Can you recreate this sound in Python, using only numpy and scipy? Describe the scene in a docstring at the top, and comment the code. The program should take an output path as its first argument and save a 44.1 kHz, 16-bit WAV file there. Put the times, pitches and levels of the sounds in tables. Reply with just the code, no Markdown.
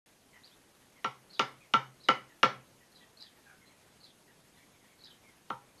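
"""An open shed, heard from a few metres: a wooden mallet knocks a chisel into a block held in a vise.
Each blow is a bright crack of mallet on handle (damped sines and a noise snap), then the deeper knock
of bench and vise; vise jaws and planks ring on, and echoes and a diffuse tail give the shed.
Outside, a sparrow chirrups, distant birds cheep low and others whistle high, all near sines on moving pitches.
Beneath lie the hush of the yard and microphone hiss, shaped from noise, and a thin whine of electronics."""
import sys
import numpy as np
from scipy import signal
from scipy.fft import rfft, irfft
from scipy.io import wavfile
from scipy.ndimage import uniform_filter1d

SR = 44100
rng = np.random.default_rng(int(sys.argv[2]) if len(sys.argv) > 2 else 0)


def master_out(mix):
    """Clip the mix to full scale and print it as 16-bit PCM to the path in sys.argv[1]."""
    frames = np.transpose(np.atleast_2d(mix))
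    ceiling = np.clip(frames, -1, 1)
    pcm = np.round(ceiling * 32767).astype(np.int16)
    wavfile.write(sys.argv[1], SR, pcm)


N = 255780  # samples


def amp(db):
    """Amplitude factor for a level in dB."""
    return 10 ** (np.asarray(db) / 20)


def evened(x):
    """Scale to an RMS of 1."""
    return x / np.sqrt(np.mean(x ** 2) + 1e-20)


def read(points, hz):
    """Read a curve over frequency, straight between its points on a log axis."""
    f, value = np.transpose(points)
    return np.interp(np.log(hz + 1), np.log(f + 1), value)


def add(mix, s, sound):
    """Lay a sound into the mix at s seconds, cut at the end of the mix."""
    part = mix[round(s * SR):][:len(sound)]
    part += sound[:len(part)]


def ring(modes, spread_db, rise_cycles):
    """Damped sines; mode levels vary at every call, and low modes take longer to build up."""
    hz, db, t60 = np.transpose(modes)[:, :, None]
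    t = np.arange(SR // 2) / SR
    db = db + spread_db * rng.standard_normal(db.shape)
    rise = 1 - np.exp(-t * hz / rise_cycles)
    partials = amp(db - 60 * t / t60) * rise * np.sin(2 * np.pi * hz * t)
    return partials.sum(0)


def tail(decays, start_s):
    """Sparse taps of random sign, one in every 20 samples, each band dying at its own speed; energy 1."""
    slots = np.arange(0, SR // 2, 20)
    taps = np.zeros(SR // 2 + 20)
    places = slots + rng.integers(0, 20, len(slots))
    taps[places] = rng.choice([-1., 1.], len(slots))
    hz, t, z = signal.stft(taps, SR, nperseg=256)
    decay = amp(-60 * t / read(decays, hz)[:, None])
    out = signal.istft(z * decay, SR, nperseg=256)[1]
    out *= np.clip(np.arange(len(out)) / (start_s * SR) - 1, 0, 1)  # builds up after the first walls
    return out / np.linalg.norm(out)


def tone(hz, taper, flutter_db, warble, partials=((1, 0),)):
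    """Near sines on a pitch curve, faded in and out, with a hoarse warble in pitch and a flutter in level."""
    slow_noise = uniform_filter1d(rng.standard_normal((2, SR // 4)), size=90)
    flutter, wander = evened(slow_noise)[:, :len(hz)]
    phase = 2 * np.pi * np.cumsum(hz * (1 + warble * wander)) / SR
    fade = signal.windows.tukey(len(hz), np.clip(taper, 0, 1))
    waves = sum(amp(db) * np.sin(k * phase) for k, db in partials)
    return np.sqrt(2) * fade * amp(flutter_db * flutter) * waves


# mallet blows: [t/s, strength/dB, crack brightness/dB, vise jaw ring/dB]
MALLET_BLOWS = [(1.044, -18, -2.5, 2.5), (1.3936, -10, -1.5, -1), (1.737, -8, -6, 3),
                (2.0860, -6, -5, -0.5), (2.43, -3.5, -4.5, -2.5), (5.5009, -20, -14, -2)]


def mallet():
    """The handle cracks, bench and vise answer, jaws and planks ring on; the shed replies."""
    lag_s = .0005  # short offset from table time to start of knock
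    shock_s = .0038  # the vise answers after the chisel edge has bitten
    plank_delay_s = .0229  # the planks ring once the thud has settled
    knocks, rings, diffuse = np.zeros((3, N))
    for s, db, crack_db, jaws_db in MALLET_BLOWS:
        s += lag_s
        plank_db = .75 * db  # planks grow more slowly than the blow
        knock = np.zeros(SR)
        add(knock, 0, amp(db + crack_db - 7.5) * handle())
        add(knock, 0, amp(db + crack_db - 6.0) * snap())
        add(knock, .0025, amp(-8) * bench(db))
        add(knock, shock_s, amp(db - 5.5) * vise())
        add(rings, s + shock_s, amp(db + jaws_db - 11.5) * jaws())
        add(rings, s, amp(plank_db - 24.5) * thud())
        add(rings, s + plank_delay_s, amp(plank_db - 40.5) * planks())
        walls = 0.33 * knock
        add(walls, 0, amp(db + crack_db + 9.0) * spread())
        add(knocks, s, knock)
        add(diffuse, s, shed_tail(walls))
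    heard = signal.fftconvolve(knocks, echoes())[:N] + diffuse + rings
    # the microphone passes little of the blows below 94.4 Hz
    return signal.sosfilt(signal.butter(3, 94.4, "high", fs=SR, output="sos"), heard)


# modes of mallet head and chisel handle: [f/Hz, relative level/dB, t60/s]
HANDLE_MODES = [(2010, -5.5, 0.011), (2249, -16, 0.12), (2945, -1, 0.023), (3620, -10.5, 0.0063),
                (4960, -6.5, 0.0055)]


def handle():
    """Bright crack: short modes of mallet head and chisel handle."""
    return ring(HANDLE_MODES, spread_db=1.5, rise_cycles=.9)


# colour of the splintering fibres: [f/Hz, relative level/dB per Hz]
SNAP_COLOUR = [(60, -63.5), (200, -15.5), (500, -8), (1200, -11.5), (2000, -0.5), (3300, -3.5),
               (4200, -9.5), (6000, -14), (7500, -29.5), (12000, -37)]


def snap():
    """Splintery snap as the edge parts the fibres: coloured noise that dies within milliseconds."""
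    hz, t = np.fft.rfftfreq(4096, 1 / SR), np.arange(4096) / SR
    noise = evened(irfft(rfft(rng.standard_normal(4096)) * amp(read(SNAP_COLOUR, hz))))
    return noise * amp(-60 * t / 0.018) * (1 - np.exp(-t / 0.00028))  # t60 and rise time in s


# modes of bench top and block: [f/Hz, relative level/dB, t60/s]
BENCH_MODES = [(220.7, -19.5, 0.04), (317, -14, 0.027), (406, -22.5, 0.1), (511, -20, 0.11),
               (644, -36, 0.097), (765, -23, 0.052), (814, -26.5, 0.17), (910, -23.5, 0.12),
               (973, -28, 0.17), (1042, -24.5, 0.085), (1108, -22, 0.11), (1178, -22, .08)]
# how the bench grows with the blow: [f/Hz, dB of answer per dB of strength]
BENCH_RESPONSE = [(520, 0.92), (760, .4)]


def bench(strength_db):
    """Deeper knock of bench top and block, whose modes grow more slowly than the blow."""
    over_db = strength_db + 7  # at -7 dB the bench keeps the balance of its table
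    modes = [(hz, db + read(BENCH_RESPONSE, hz) * over_db, t60) for hz, db, t60 in BENCH_MODES]
    return ring(modes, spread_db=2.0, rise_cycles=.9)


# modes of the iron vise: [f/Hz, relative level/dB, t60/s]
VISE_MODES = [(1108, -6.5, 0.0069), (1294, 5, 0.014), (1485, -21.5, 0.071), (1774, -6, 0.0084),
              (2990, -7, 0.0056)]


def vise():
    """Knock of the iron vise, heavily damped by the clamped block."""
    return ring(VISE_MODES, spread_db=0.5, rise_cycles=0.68)


# modes of the vise jaws: [f/Hz, relative level/dB, t60/s]
JAW_MODES = [(1342.5, 1, .11), (1352, -9, .22), (1316, -17, .1)]


def jaws():
    """Close modes of the vise jaws that ring on and beat."""
    return ring(JAW_MODES, spread_db=3.5, rise_cycles=10.0)


# bending wave in the planks: [start f/Hz, end f/Hz, glide time constant/s, t60/s]
PLANK_BEND = (480, 113.9, .013, 0.118)


def thud():
    """A low push whose pitch falls as the slower bending waves arrive."""
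    start_hz, end_hz, glide_s, t60 = PLANK_BEND
    t = np.arange(SR // 4) / SR
    hz = end_hz + (start_hz - end_hz) * np.exp(-t / glide_s)
    envelope = amp(-60 * t / t60) * (1 - np.exp(-t / 0.00286))
    return envelope * np.sin(2 * np.pi * np.cumsum(hz) / SR)


# modes of the planks: [f/Hz, relative level/dB, t60/s]
PLANK_MODES = [(131.6, 0, 0.56), (124.6, -5, 0.55)]


def planks():
    """A close pair of low plank modes that rings on and beats."""
    return ring(PLANK_MODES, spread_db=3.5, rise_cycles=0.906)


# colour of the whole blow as the walls receive it: [f/Hz, relative level/dB per Hz]
WALL_COLOUR = [(80, -30), (250, -6), (700, -0.5), (1150, 1), (1600, -4), (2100, 2.5), (3300, -10.5),
               (4200, -13.5), (6000, -19), (7500, -28.5), (12000, -40)]


def spread():
    """The blow sent out to all sides, its modes blurred: one click with a smooth causal colour, energy 1."""
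    hz = abs(np.fft.fftfreq(4096, 1 / SR))
    log_gain = np.log(amp(read(WALL_COLOUR, hz)))
    # minimum phase puts the energy at the front of the click
    spectrum = np.exp(log_gain - 1j * signal.hilbert(log_gain).imag)
    click = np.fft.ifft(spectrum).real[:2048]
    return click / np.linalg.norm(click)


# decay of the shed: [f/Hz, t60/s]
SHED_DECAY = [(100, 0.62), (400, 0.28), (1300, 0.3), (3000, 0.27), (6000, 0.26), (10000, 0.14)]


def shed_tail(walls):
    """Diffuse tail of the shed, its taps drawn at random for each blow."""
    return amp(-3) * signal.fftconvolve(walls, tail(SHED_DECAY, start_s=0.0033))


# first reflections in the shed: [delay t/s, level/dB against the direct sound]
REFLECTIONS = [(.0065, -16.5), (.009, -17), (0.0162, -13.5), (.023, -16.5), (0.029, -21)]


def echoes():
    """Direct sound plus single reflections of random sign."""
    taps = signal.unit_impulse(SR // 20)
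    for s, db in REFLECTIONS:
        taps[round(s * SR)] += amp(db) * rng.choice([-1, 1])
    return taps


# decay of the yard: [f/Hz, t60/s]
YARD_DECAY = [(1500, .3), (5000, .18)]


def birds():
    """Sparrow, sinking cheeps and gliding whistles, smeared by the yard."""
    dry = sparrow() + cheeps() + whistles()
    yard = tail(YARD_DECAY, start_s=0.0031)
    return dry + amp(-2.5) * signal.fftconvolve(dry, yard)[:N]


# chirrups: [t/s, level/dB, pitch factor, lift of the two closing notes/dB]
CHIRRUPS = [(1.322, -55.5, 0.98, 8), (2.027, -56.5, 0.97, 3), (2.943, -65.5, 0.98, 6.5),
            (3.195, -53.5, 0.99, 2), (4.026, -58.5, 0.99, 3.5), (4.561, -72.5, 0.85, -7),
            (5.032, -56, 0.97, 6), (5.805, -58.5, 1.04, 5)]
# notes of a chirrup, before its pitch factor:
# [t/s from the main note, length/s, start f/Hz, end f/Hz, relative level/dB, trill height f/Hz]
CHIRRUP_NOTES = [(-.030, 0.03, 4166, 4600, -7.5, 0.5), (-.001, 0.043, 4220, 3800, -0.5, 1102.5),
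                 (.033, .028, 3250, 4150, -12, 1.5), (.062, .036, 3500, 3050, -13, 606)]


def sparrow():
    """Chirrups on one pattern: a rising note, a trilled main note, a low close that climbs, then trills away."""
    dry = np.zeros(N)
    trill_s = .015  # the pitch flicks up once in every such period
    for s, db, factor, lift_db in CHIRRUPS:
        lifts = (0, 0, lift_db, lift_db)
        for (at, length, start_hz, end_hz, note_db, trill_hz), extra_db in zip(CHIRRUP_NOTES, lifts):
            t = np.arange(0, length, 1 / SR)
            flick = np.cos(np.pi * t / trill_s) ** 2 * (t > trill_s / 2)
            hz = start_hz + (end_hz - start_hz) * t / length
            hz += trill_hz * flick ** 4  # the power sharpens each flick
            hz -= 448.8 * np.exp(-t / .004)  # every note slides in from below
            note = tone(factor * hz, taper=0.64, flutter_db=4.5, warble=.017)
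            add(dry, s + at, amp(db + note_db + extra_db) * note)
    return dry


# low cheeps of distant birds: [t/s, length/s, mid f/Hz, level/dB]
LOW_CHEEPS = [(.325, 0.061, 2000, -64), (0.811, 0.029, 1840, -72), (0.955, .046, 2060, -67.5),
              (1.599, 0.06, 2253, -67), (2.289, 0.045, 1880, -67), (2.802, 0.03, 1850, -69),
              (3.002, 0.046, 1882, -66.5), (3.22, 0.054, 1820, -72.5), (3.354, 0.044, 1880, -72),
              (3.446, 0.096, 1585, -63.5), (3.608, .047, 2103, -70), (3.688, 0.048, 2090, -70.5),
              (4.267, 0.056, 1860, -71), (4.561, 0.041, 1870, -70), (4.596, .053, 2195, -71.5),
              (4.734, .036, 2240, -74), (4.804, 0.065, 1990, -74), (4.87, 0.089, 2220, -74),
              (5.05, .048, 1730, -72.5), (5.226, 0.1, 2166, -68.5), (5.687, 0.031, 2304, -73)]
# partials of a cheep: [multiple of the pitch, relative level/dB]
CHEEP_VOICE = [(.5, -11), (1, 0), (1.5, -11)]


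def cheeps():
    """Low cheeps of distant birds: a few partials on a steadily sinking pitch."""
    dry = np.zeros(N)
    fall = .17  # share of the pitch by which a cheep sinks
    for s, length, hz, db in LOW_CHEEPS:
        sinking = hz * (1 + fall * np.linspace(.5, -.5, round(length * SR)))
        add(dry, s, amp(db) * tone(sinking, taper=0.43, flutter_db=3.0, warble=.04, partials=CHEEP_VOICE))
    return dry


# high whistles: [t/s, length/s, start f/Hz, aim f/Hz, glide time constant/s, level/dB]
HIGH_WHISTLES = [(0.429, 0.044, 2980, 5000, 0.014, -60), (0.473, 0.011, 4800, 2610, 0.0075, -69),
                 (0.508, 0.041, 2975, 5200, .08, -65.5), (3.651, .046, 4130, 4100, 0.018, -72),
                 (4.973, 0.06, 4650, 4280, 0.016, -70)]


def whistles():
    """High near-sine whistles whose pitch glides towards an aim."""
    dry = np.zeros(N)
    for s, length, start_hz, aim_hz, glide_s, db in HIGH_WHISTLES:
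        t = np.arange(0, length, 1 / SR)
        glide = aim_hz + (start_hz - aim_hz) * np.exp(-t / glide_s)
        add(dry, s, amp(db) * tone(glide, taper=0.64, flutter_db=5.0, warble=.012))
    return dry


# colour of yard wash and microphone hiss: [f/Hz, relative level/dB per Hz]
HUSH_COLOUR = [(18, -40.5), (30, -11), (177, 0), (280, -2), (792, -7.5), (1320, -11), (1650, -11),
               (2890, -13.5), (6510, -17.5), (12000, -18), (12900, -21.5), (16800, -37), (22000, -120)]


def hush():
    """Distant wash and microphone hiss: random short-time spectra in drifting patches."""
    frames, hz = N // 256 + 5, np.fft.rfftfreq(1024, 1 / SR)
    a, b, patches = rng.standard_normal((frames, 513, 3)).T
    patches = uniform_filter1d(patches, size=20, axis=0)  # across frequency
    patches = evened(uniform_filter1d(patches, size=8, axis=1))  # across time
    flicker = evened(uniform_filter1d(rng.standard_normal(frames), size=4))  # shared by all bands
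    level_db = read(HUSH_COLOUR, hz)[:, None] + 1.2 * patches + .7 * flicker
    wash = signal.istft((a + 1j * b) * amp(level_db), nperseg=1024, noverlap=768)[1][:N]
    return amp(-63.5) * evened(wash)


def whine():
    """Thin whine of electronics: slow complex noise shifted up to one pitch."""
    pitch_hz, width_hz, level_db = 6460, 67, -81.5
    r = np.exp(-np.pi * width_hz / SR)
    noise = rng.standard_normal(N) + 1j * rng.standard_normal(N)
    wobble = signal.lfilter([1 - r], [1, -r], noise)
    carrier = np.exp(2j * np.pi * pitch_hz * np.arange(N) / SR)
    return amp(level_db) * evened((wobble * carrier).real)


def scene():
    """Mallet work in front, birds outside, hush and whine beneath."""
    return (mallet() + birds() + hush() + whine())[None]


def record(dry):
    """A short opening silence, then a steep limit on the treble."""
    start_s, edge_hz = .06, 13050
    opened = dry * (np.arange(N) >= start_s * SR)
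    low_pass = signal.firwin(511, edge_hz, window=("kaiser", 9), fs=SR)
    return signal.oaconvolve(opened, low_pass[None], "same")


dry = scene()
out = record(dry)
master_out(out)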